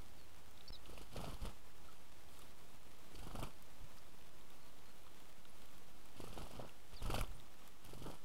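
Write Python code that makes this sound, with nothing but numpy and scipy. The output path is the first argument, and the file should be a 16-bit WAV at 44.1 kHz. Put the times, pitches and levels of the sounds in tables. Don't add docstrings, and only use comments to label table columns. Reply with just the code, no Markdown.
import sys
import numpy as np
from scipy import signal
from scipy.fft import rfft, irfft
from scipy.io import wavfile
from scipy.ndimage import uniform_filter1d

SR = 44100
rng = np.random.default_rng(int(sys.argv[2]) if len(sys.argv) > 2 else 0)


def generate_wav(signal):
    frames = np.transpose(np.atleast_2d(signal))
    scaled = np.clip(frames, -1, 1) * 32767
    pcm = np.round(scaled).astype(np.int16)
    wavfile.write(sys.argv[1], SR, pcm)


N = 363692

# (time of clap [s], clap level [dB], clap pitch [Hz], low swish level [dB],
# high swish level [dB], air push level [dB])
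WINGBEATS = [(.866, -60, 390, -63, -67, -65), (.897, -47.5, 463, -64, -66, -55),
             (.9344, -49, 480, -64, -64, -59), (.9785, -49.5, 750, -61.5, -63.5, -56),
             (1.0142, -48.5, 450, -62, -64, -53), (1.1257, -55, 200, -75, -62.5, -60),
             (1.1643, -40, 467, -50.5, -57.5, -44), (1.2047, -44.5, 540, -53, -60, -52),
             (1.2431, -40.5, 660, -50, -57.5, -53), (1.2817, -41, 248, -57, -62, -44.5),
             (1.3034, -61, 560, -64, -64, -70), (1.3309, -60, 660, -58.5, -65, -44.5),
             (1.4158, -65, 430, -61, -60, -38), (1.4525, -42, 330, -48.5, -55.5, -41),
             (1.4907, -55, 726, -68, -66, -65), (3.1141, -58, 360, -68, -72, -68),
             (3.148, -50.5, 314, -62, -65.5, -51), (3.188, -50.5, 340, -65, -63, -47),
             (3.229, -48, 242, -56, -62, -49), (3.2699, -46, 246, -52.5, -64, -48),
             (3.3118, -59, 290, -52, -64, -49), (3.3519, -45, 248, -49, -60, -46),
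             (3.3929, -43, 790, -51, -58.5, -44), (3.4302, -48, 336, -45, -57.5, -43),
             (3.4681, -61, 296, -57, -63, -68), (6.1649, -59, 250, -64, -62.5, -70),
             (6.2032, -41.5, 406, -60, -59, -54), (6.2411, -43, 363, -56, -60.5, -66),
             (6.278, -50, 272, -59, -61.5, -49.5), (6.3295, -53, 200, -56, -60.5, -52),
             (6.367, -49, 283, -66, -70, -70), (6.378, -46, 510, -52, -58, -45.5),
             (6.4188, -49, 320, -53.5, -64, -45), (6.452, -54, 370, -56, -65.5, -68),
             (6.469, -50, 600, -68, -66, -70), (6.5114, -48.5, 488, -65, -62.5, -68),
             (6.5545, -49, 370, -54, -61.5, -54), (6.5978, -39, 540, -56, -65, -68),
             (6.609, -47, 600, -65, -72, -70), (6.6356, -55, 427, -61, -70, -61),
             (6.649, -47, 547, -54.5, -72, -70), (6.9339, -63, 805, -61.5, -64.5, -47),
             (7.0215, -61, 288, -54.5, -59, -38), (7.0594, -47, 230, -48.5, -56.5, -35.5),
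             (7.1015, -36.5, 430, -45.5, -54, -37), (7.1442, -36, 740, -44.5, -49, -40),
             (7.1845, -40.5, 527, -43, -50, -42.5), (7.21, -52, 290, -51, -65, -34.5),
             (7.2401, -59.5, 340, -70, -77, -53), (7.8503, -54.5, 218, -66, -67, -55),
             (7.894, -54, 348, -59.5, -66, -53), (7.9352, -45, 345, -62.5, -64.5, -51),
             (7.9783, -50, 280, -62, -65.5, -58), (8.0214, -45, 300, -55, -63.5, -49),
             (8.0636, -46, 396, -49, -62, -50), (8.1022, -43.5, 488, -54, -62.5, -62),
             (8.14, -58, 194, -57, -66.5, -70)]
# (time [s], peak level [dB], pitch [Hz], knock level [dB], scratch level [dB])
TICK_EVENTS = [(0.5097, -63, 2970, -64, -53), (0.575, -54, 4200, -75, -72), (0.6077, -47.5, 3260, -67, -71),
               (.856, -50, 3120, -74, -67), (0.9756, -47.5, 2800, -75, -58), (1.2996, -56, 2950, -55, -60),
               (1.342, -49, 3900, -57, -51), (1.926, -59, 3660, -64, -59), (2.2872, -56, 3330, -66, -63),
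               (2.3696, -58, 3350, -61, -63), (2.391, -63, 3480, -60, -49), (2.419, -55, 3360, -59, -56),
               (3.3867, -57, 3770, -53, -59), (3.4269, -46, 3030, -45, -45), (3.434, -45, 2650, -63, -58),
               (3.4638, -56, 2840, -65, -61), (3.6233, -72, 3320, -65, -51), (3.9834, -54, 4900, -61, -66),
               (4.2102, -55, 3000, -72, -68), (4.4097, -56, 3200, -66, -60), (4.503, -56.5, 3350, -66, -57),
               (4.787, -58, 3070, -71, -68), (5.065, -60, 3710, -56, -66), (5.0762, -57, 2990, -62, -67),
               (5.452, -50, 3150, -55, -65), (5.6186, -55.5, 3430, -63, -58), (5.6562, -58, 3160, -72, -56),
               (5.7802, -63, 3410, -72, -53), (6.056, -60, 2820, -63, -52), (6.6925, -50, 3120, -70, -58),
               (7.1004, -46, 2630, -40, -55), (7.1416, -40, 3040, -41, -41), (7.161, -44, 4270, -39.5, -58),
               (7.18, -38.5, 2810, -56, -52), (7.21, -39, 2690, -41.5, -38), (7.2443, -50, 3120, -67, -64),
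               (7.2744, -58, 3330, -69, -54), (7.315, -57, 3360, -61, -55), (7.399, -51, 3380, -73, -61),
               (7.618, -58, 2600, -58, -69), (7.676, -58, 3120, -60, -51), (7.849, -58, 3420, -60, -45.5),
               (7.872, -63, 2520, -68, -53), (7.9378, -53, 4330, -70, -62)]
# (time [s], pitch [Hz], level before flutter [dB])
CHIRP_CURVES = [
    [(0.178, 4670, -71), (.225, 4280, -77), (.245, 4300, -75)],
    [(.677, 4760, -61), (.686, 5700, -62), (.696, 5300, -68), (.706, 5000, -58)],
    [(.677, 4250, -57), (.686, 4620, -56), (.701, 4570, -70)],
    [(.722, 5100, -58), (.738, 5250, -60), (.75, 5100, -62), (.762, 4400, -65), (.777, 3600, -64)],
    [(.722, 4330, -60), (.735, 4000, -63), (.746, 3930, -56.5), (.755, 3800, -51), (.765, 3540, -70)],
    [(1.885, 1320, -58.5), (1.915, 1290, -74)],
    [(4.605, 4270, -79), (4.68, 4350, -78)],
    [(4.85, 4250, -78), (4.92, 4250, -79)],
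    [(5.495, 11000, -69), (5.512, 10900, -76)],
    [(6.964, 4930, -52.5), (6.98, 4350, -64), (6.993, 4000, -63), (7.012, 3470, -65)],
    [(6.97, 3600, -70), (6.99, 3400, -69)],
    [(7.346, 8650, -70), (7.361, 9400, -73), (7.372, 9400, -71)],
]
# (frequency [Hz], relative level per Hz [dB])
FEATHER_SPECTRUM = [(59, -55), (100, 6), (129, 10), (343, -9), (389, -8), (910, -9.5), (1080, -11.5),
                    (1310, -14), (1760, -28.5), (3050, -16), (4020, -25.5), (4470, -20.5), (5770, -26.5),
                    (10900, -23.5), (16000, -37)]
# (frequency [Hz], relative level per Hz [dB])
GARDEN_SPECTRUM = [(8.8, -33), (15, -10.5), (20, -21.5), (22, -23), (33, -30), (59, -25.5), (106, -30.5),
                   (146, -29), (394, -33), (1190, -36), (1600, -40.5), (3410, -41.5), (4560, -45),
                   (14700, -50.5), (16000, -49.5)]
# (time [s], upper hum level [dB], lower hum level [dB])
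HUM_LEVELS = [(0, -68, -70), (.65, -72.5, -76), (.9, -69.5, -63), (1.7, -80, -72), (2.1, -76, -78),
              (3, -77, -77), (3.9, -74.5, -77), (4.8, -85, -74), (5.2, -80, -79), (6.9, -82, -74.5),
              (8.25, -90, -76)]
# (time of cut [s], time fade-in starts [s], time back to full [s])
DROPOUT_TIMES = (.7046, .712, .7245)
# (time of dip [s], level [dB], dip-to-surge lag [s])
SOFT_GUSTS = [(3.812, -47, 0.021), (7.29, -43.5, 0.019), (7.318, -49, .024), (7.384, -53.5, 0.011)]
# (time [s], length [s], level [dB])
FEATHER_SHUFFLES = [(1.865, .18, -75.5), (2.26, 0.24, -73)]
# (start time [s], treble relative to high swish [dB],
# buffet relative to clap [dB], extra rustle between strokes [dB], clap-to-dip lag [s], dip-to-surge lag [s])
FLURRY_SETTINGS = [(.8, -4.5, -20.5, 1.5, 0.0052, 0.01), (1.1, -5, -14.5, 3, 0.0074, .0115),
                   (1.4, -5.5, -14, 0.5, 0.0065, 0.012), (3.1, -3.5, -16, -0.5, 0.0065, 0.014),
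                   (6.1, -4, -18.5, -1.5, 0.014, 0.016), (6.35, -3.5, -18.5, 0, .01, 0.011),
                   (6.5, -7, -22.5, 1.5, .007, 0.011), (6.9, -4, -15, 0, 0.0032, .0155),
                   (7.8, -2, -13, 0, 0.0065, 0.016)]

GARDEN_DB = -62.5
UPPER_HUM_HZ, LOWER_HUM_HZ = 80.9, 49
OFFSET_DB = -42
EDGE_HZ = 15830
KNOCK_HZ, SCRATCH_HZ = 1203, 6070
SWISH_START_S = -0.0015
RUSTLE_S, RUSTLE_DB = 0.043, (-8.5, -9.5, -10)
BUFFET_S, BUFFET_PUSH_DB = 0.03, -24
FEEDING_S, FAINT_TICKS = (1.9, 7.9), 13
FAINT_DB, FAINT_HZ = (-61, -66, -60), 3300


def gain_of(db):
    return 10 ** (np.asarray(db) / 20)


def power_of(db):
    return gain_of(2 * np.asarray(db))


def evened(x):
    return x / np.sqrt(np.mean(x ** 2) + 1e-20)


def add(mix, s, sound):
    part = mix[round(s * SR):][:len(sound)]
    part += sound[:len(part)]


def coloured(x, points):
    point_hz, point_db = np.transpose(points)
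    hz = np.fft.rfftfreq(len(x), 1 / SR)
    db = np.interp(np.log(hz + 1), np.log(point_hz + 1), point_db)
    return irfft(rfft(x) * gain_of(db), len(x))


def band(x, low_hz, high_hz):
    sos = signal.butter(3, [low_hz, high_hz], "band", fs=SR, output="sos")
    return signal.sosfilt(sos, x)


def drift(smooth_s):
    width = int(smooth_s * SR)
    once = uniform_filter1d(rng.standard_normal(N), width)
    return evened(uniform_filter1d(once, width))


def swell(t, rise_s, fall_s):
    shape = (1 - np.exp(-t / rise_s)) ** 2 * np.exp(-t / fall_s)
    return shape / shape.max()


def spread(s, db, width_s):
    power, t = np.zeros(N), np.arange(-5000, 5000) / SR
    shape = np.exp(-(t / np.where(t < 0, 0.54 * width_s, width_s)) ** 2)
    for at, level_db in zip(s, db):
        add(power, at + t[0], power_of(level_db) * shape)
    return power


def flurry_of(s):
    rows = np.array(FLURRY_SETTINGS)
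    return rows[np.searchsorted(rows[:, 0], s) - 1].T


def garden():
    struck = rng.random(N) < 25 / SR
    strength = gain_of(18 + 3.3 * np.minimum(rng.exponential(1, N), 2))
    crackle = struck * strength * rng.choice([-1, 1], N)
    breathing_db = 0.043 * drift(0.22) + 0.77 * drift(0.027)
    hiss = rng.standard_normal(N) * gain_of(breathing_db)
    return gain_of(GARDEN_DB) * evened(coloured(hiss + band(crackle, 1220, 12000), GARDEN_SPECTRUM))


def hums():
    s, upper_db, lower_db = np.transpose(HUM_LEVELS)
    t = np.arange(N) / SR
    out = np.zeros(N)
    for hz, db in ((UPPER_HUM_HZ, upper_db), (LOWER_HUM_HZ, lower_db)):
        pitch = hz * (1 + 0.01524 * drift(0.19))
        tone = np.sin(2 * np.pi * np.cumsum(pitch) / SR)
        out += np.sqrt(2) * gain_of(np.interp(t, s, db)) * tone
    return out


def chirps():
    out, tremble = np.zeros(N), drift(0.005)
    for rows in CHIRP_CURVES:
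        s, hz, db = np.transpose(rows)
        t = np.arange(s[0], s[-1], 1 / SR)
        wobble = tremble[round(s[0] * SR):][:len(t)]
        pitch = np.interp(t, s, hz) * (1 + 0.01 * wobble)
        whistle = np.sin(2 * np.pi * np.cumsum(pitch) / SR)
        level = np.sqrt(2) * gain_of(np.interp(t, s, db))
        add(out, s[0], level * whistle * signal.windows.tukey(len(t), 0.15))
    return out * gain_of(2.8 * drift(0.0025))


def faint_ticks():
    when = rng.uniform(*FEEDING_S, FAINT_TICKS)
    luck = rng.standard_normal((FAINT_TICKS, 4))
    peak_db, knock_db, scratch_db = (FAINT_DB + 3 * luck[:, :3]).T
    hz = FAINT_HZ * (1 + 0.09 * luck[:, 3])
    return list(zip(when, peak_db, hz, knock_db, scratch_db))


def ticks():
    out, t = np.zeros(N), np.arange(900) / SR
    rows = TICK_EVENTS + faint_ticks()
    noises = rng.standard_normal((len(rows), len(t)))
    for (s, db, hz, knock_db, scratch_db), noise in zip(rows, noises):
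        middle = band(noise * swell(t, 0.0003, 0.0016), 0.83 * hz, 1.18 * hz)
        knock = band(noise * swell(t, 0.00048, 0.0024), 0.87 * KNOCK_HZ, 1.2 * KNOCK_HZ)
        scratch = band(noise * swell(t, 0.0001, 0.0024), SCRATCH_HZ, 15600)
        for level_db, part in [(db, middle), (knock_db, knock), (scratch_db, scratch)]:
            add(out, s, gain_of(level_db) * part / abs(part).max())
    return out


def buffet():
    s, clap_db, *_, push_db = np.transpose(WINGBEATS)
    gust_s, gust_db, lag = np.transpose(SOFT_GUSTS)
    power = spread(s, clap_db + flurry_of(s)[2], BUFFET_S)
    power = power + spread(s, push_db + BUFFET_PUSH_DB, BUFFET_S)
    power = power + spread(gust_s + lag, gust_db - 14.5, BUFFET_S)
    return evened(band(rng.standard_normal(N), 90.7, 146)) * np.sqrt(power)


def pushes():
    out, t = np.zeros(N), np.arange(-2500, 4000) / SR
    clap_s, *_, push_db = np.transpose(WINGBEATS)
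    *_, dip_lag, surge_lag = flurry_of(clap_s)
    for s, db, lag in list(zip(clap_s + dip_lag, push_db, surge_lag)) + SOFT_GUSTS:
        dip = np.exp(-(t / (0.22 * lag)) ** 2)
        surge = 1.24 * np.exp(-((t - lag) / (0.32 * lag)) ** 2)
        add(out, s + t[0], gain_of(db) * (surge - dip))
    return out


def clap(t, hz, luck):
    unevenness = 1 + 0.22 * evened(uniform_filter1d(luck, 60))
    pitch = hz * np.exp(np.minimum(t, 0.003) / 0.012) * unevenness
    turns = np.cumsum(pitch) / SR
    cycles = -np.cos(2 * np.pi * (turns - np.interp(0, t, turns)))
    core = 0.2 * np.exp(-(t / 0.0012) ** 2)
    skirt = 0.5 * np.exp(-(t / np.where(t < 0, 0.007, 0.004)) ** 2)
    spike = (1 - (t / 0.0004) ** 2) * np.exp(-(t / 0.0004) ** 2)
    return cycles * (core + skirt) - 0.6 * spike


def wings():
    t, around = np.arange(4000) / SR, np.arange(-700, 900) / SR
    claps, low, high, treble = np.zeros((4, N))
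    lucks = rng.standard_normal((len(WINGBEATS), len(around)))
    for (s, clap_db, hz, low_db, high_db, _), luck in zip(WINGBEATS, lucks):
        add(claps, s + around[0], gain_of(clap_db) * clap(around, hz, luck))
        add(low, s - 0.004, power_of(low_db) * swell(t, 0.00079, 0.0082))
        swish = power_of(high_db) * swell(t, 0.004, 0.006)
        add(high, s + SWISH_START_S, swish)
        add(treble, s + SWISH_START_S, swish * power_of(flurry_of(s)[1]))

    shuffle = np.zeros(N)
    for start, length, db in FEATHER_SHUFFLES:
        add(shuffle, start, power_of(db) * np.hanning(round(length * SR)))

    s, _, _, low_db, high_db, _ = np.transpose(WINGBEATS)
    _, treble_db, _, extra_rustle_db, _, _ = flurry_of(s)
    bands = [(low, low_db, 200, 1750), (high, high_db, 1750, 5800),
             (treble, high_db + treble_db, 5800, 17000)]
    out, flicks = claps, drift(0.00071)
    for (swish, db, low_hz, high_hz), rustle_db in zip(bands, RUSTLE_DB):
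        rustle = spread(s, db + rustle_db + extra_rustle_db, RUSTLE_S)
        power = swish + rustle + shuffle
        lumps = gain_of(2.83 * drift(0.0025) + 1.4 * flicks)
        air = coloured(rng.standard_normal(N), FEATHER_SPECTRUM)
        air = air + 0.76 * signal.lfilter(*signal.iirpeak(1310, 7, SR), air)
        rush = band(air, low_hz, high_hz)
        out = out + evened(rush * lumps) * np.sqrt(power)
    return out


def scene():
    background = garden() + hums()
    birds = chirps() + ticks() + buffet() + pushes() + wings()
    return (background + birds)[None]


def record(dry):
    t = np.arange(N) / SR
    cut, start, back = DROPOUT_TIMES
    fade = np.clip((t - start) / (back - start), 0, 1)
    live = np.where(t < cut, 1, np.sin(np.pi / 2 * fade) ** 2)
    sag = -gain_of(-60) * np.exp(-((t - start) / 0.004) ** 2)
    soft_noise = signal.lfilter([0.3], [1, -0.7], rng.standard_normal(N))
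    self_noise = gain_of(-67.5) * soft_noise
    offset = gain_of(OFFSET_DB + 0.9 * drift(0.4))
    out = (dry + offset) * live + sag + self_noise * (1 - live)
    padded = np.pad(out, ((0, 0), (256, 256)), "edge")
    low_pass = signal.firwin(513, EDGE_HZ, window=("kaiser", 9), fs=SR)
    return signal.oaconvolve(padded, low_pass[None], "valid")


dry = scene()
out = record(dry)
generate_wav(out)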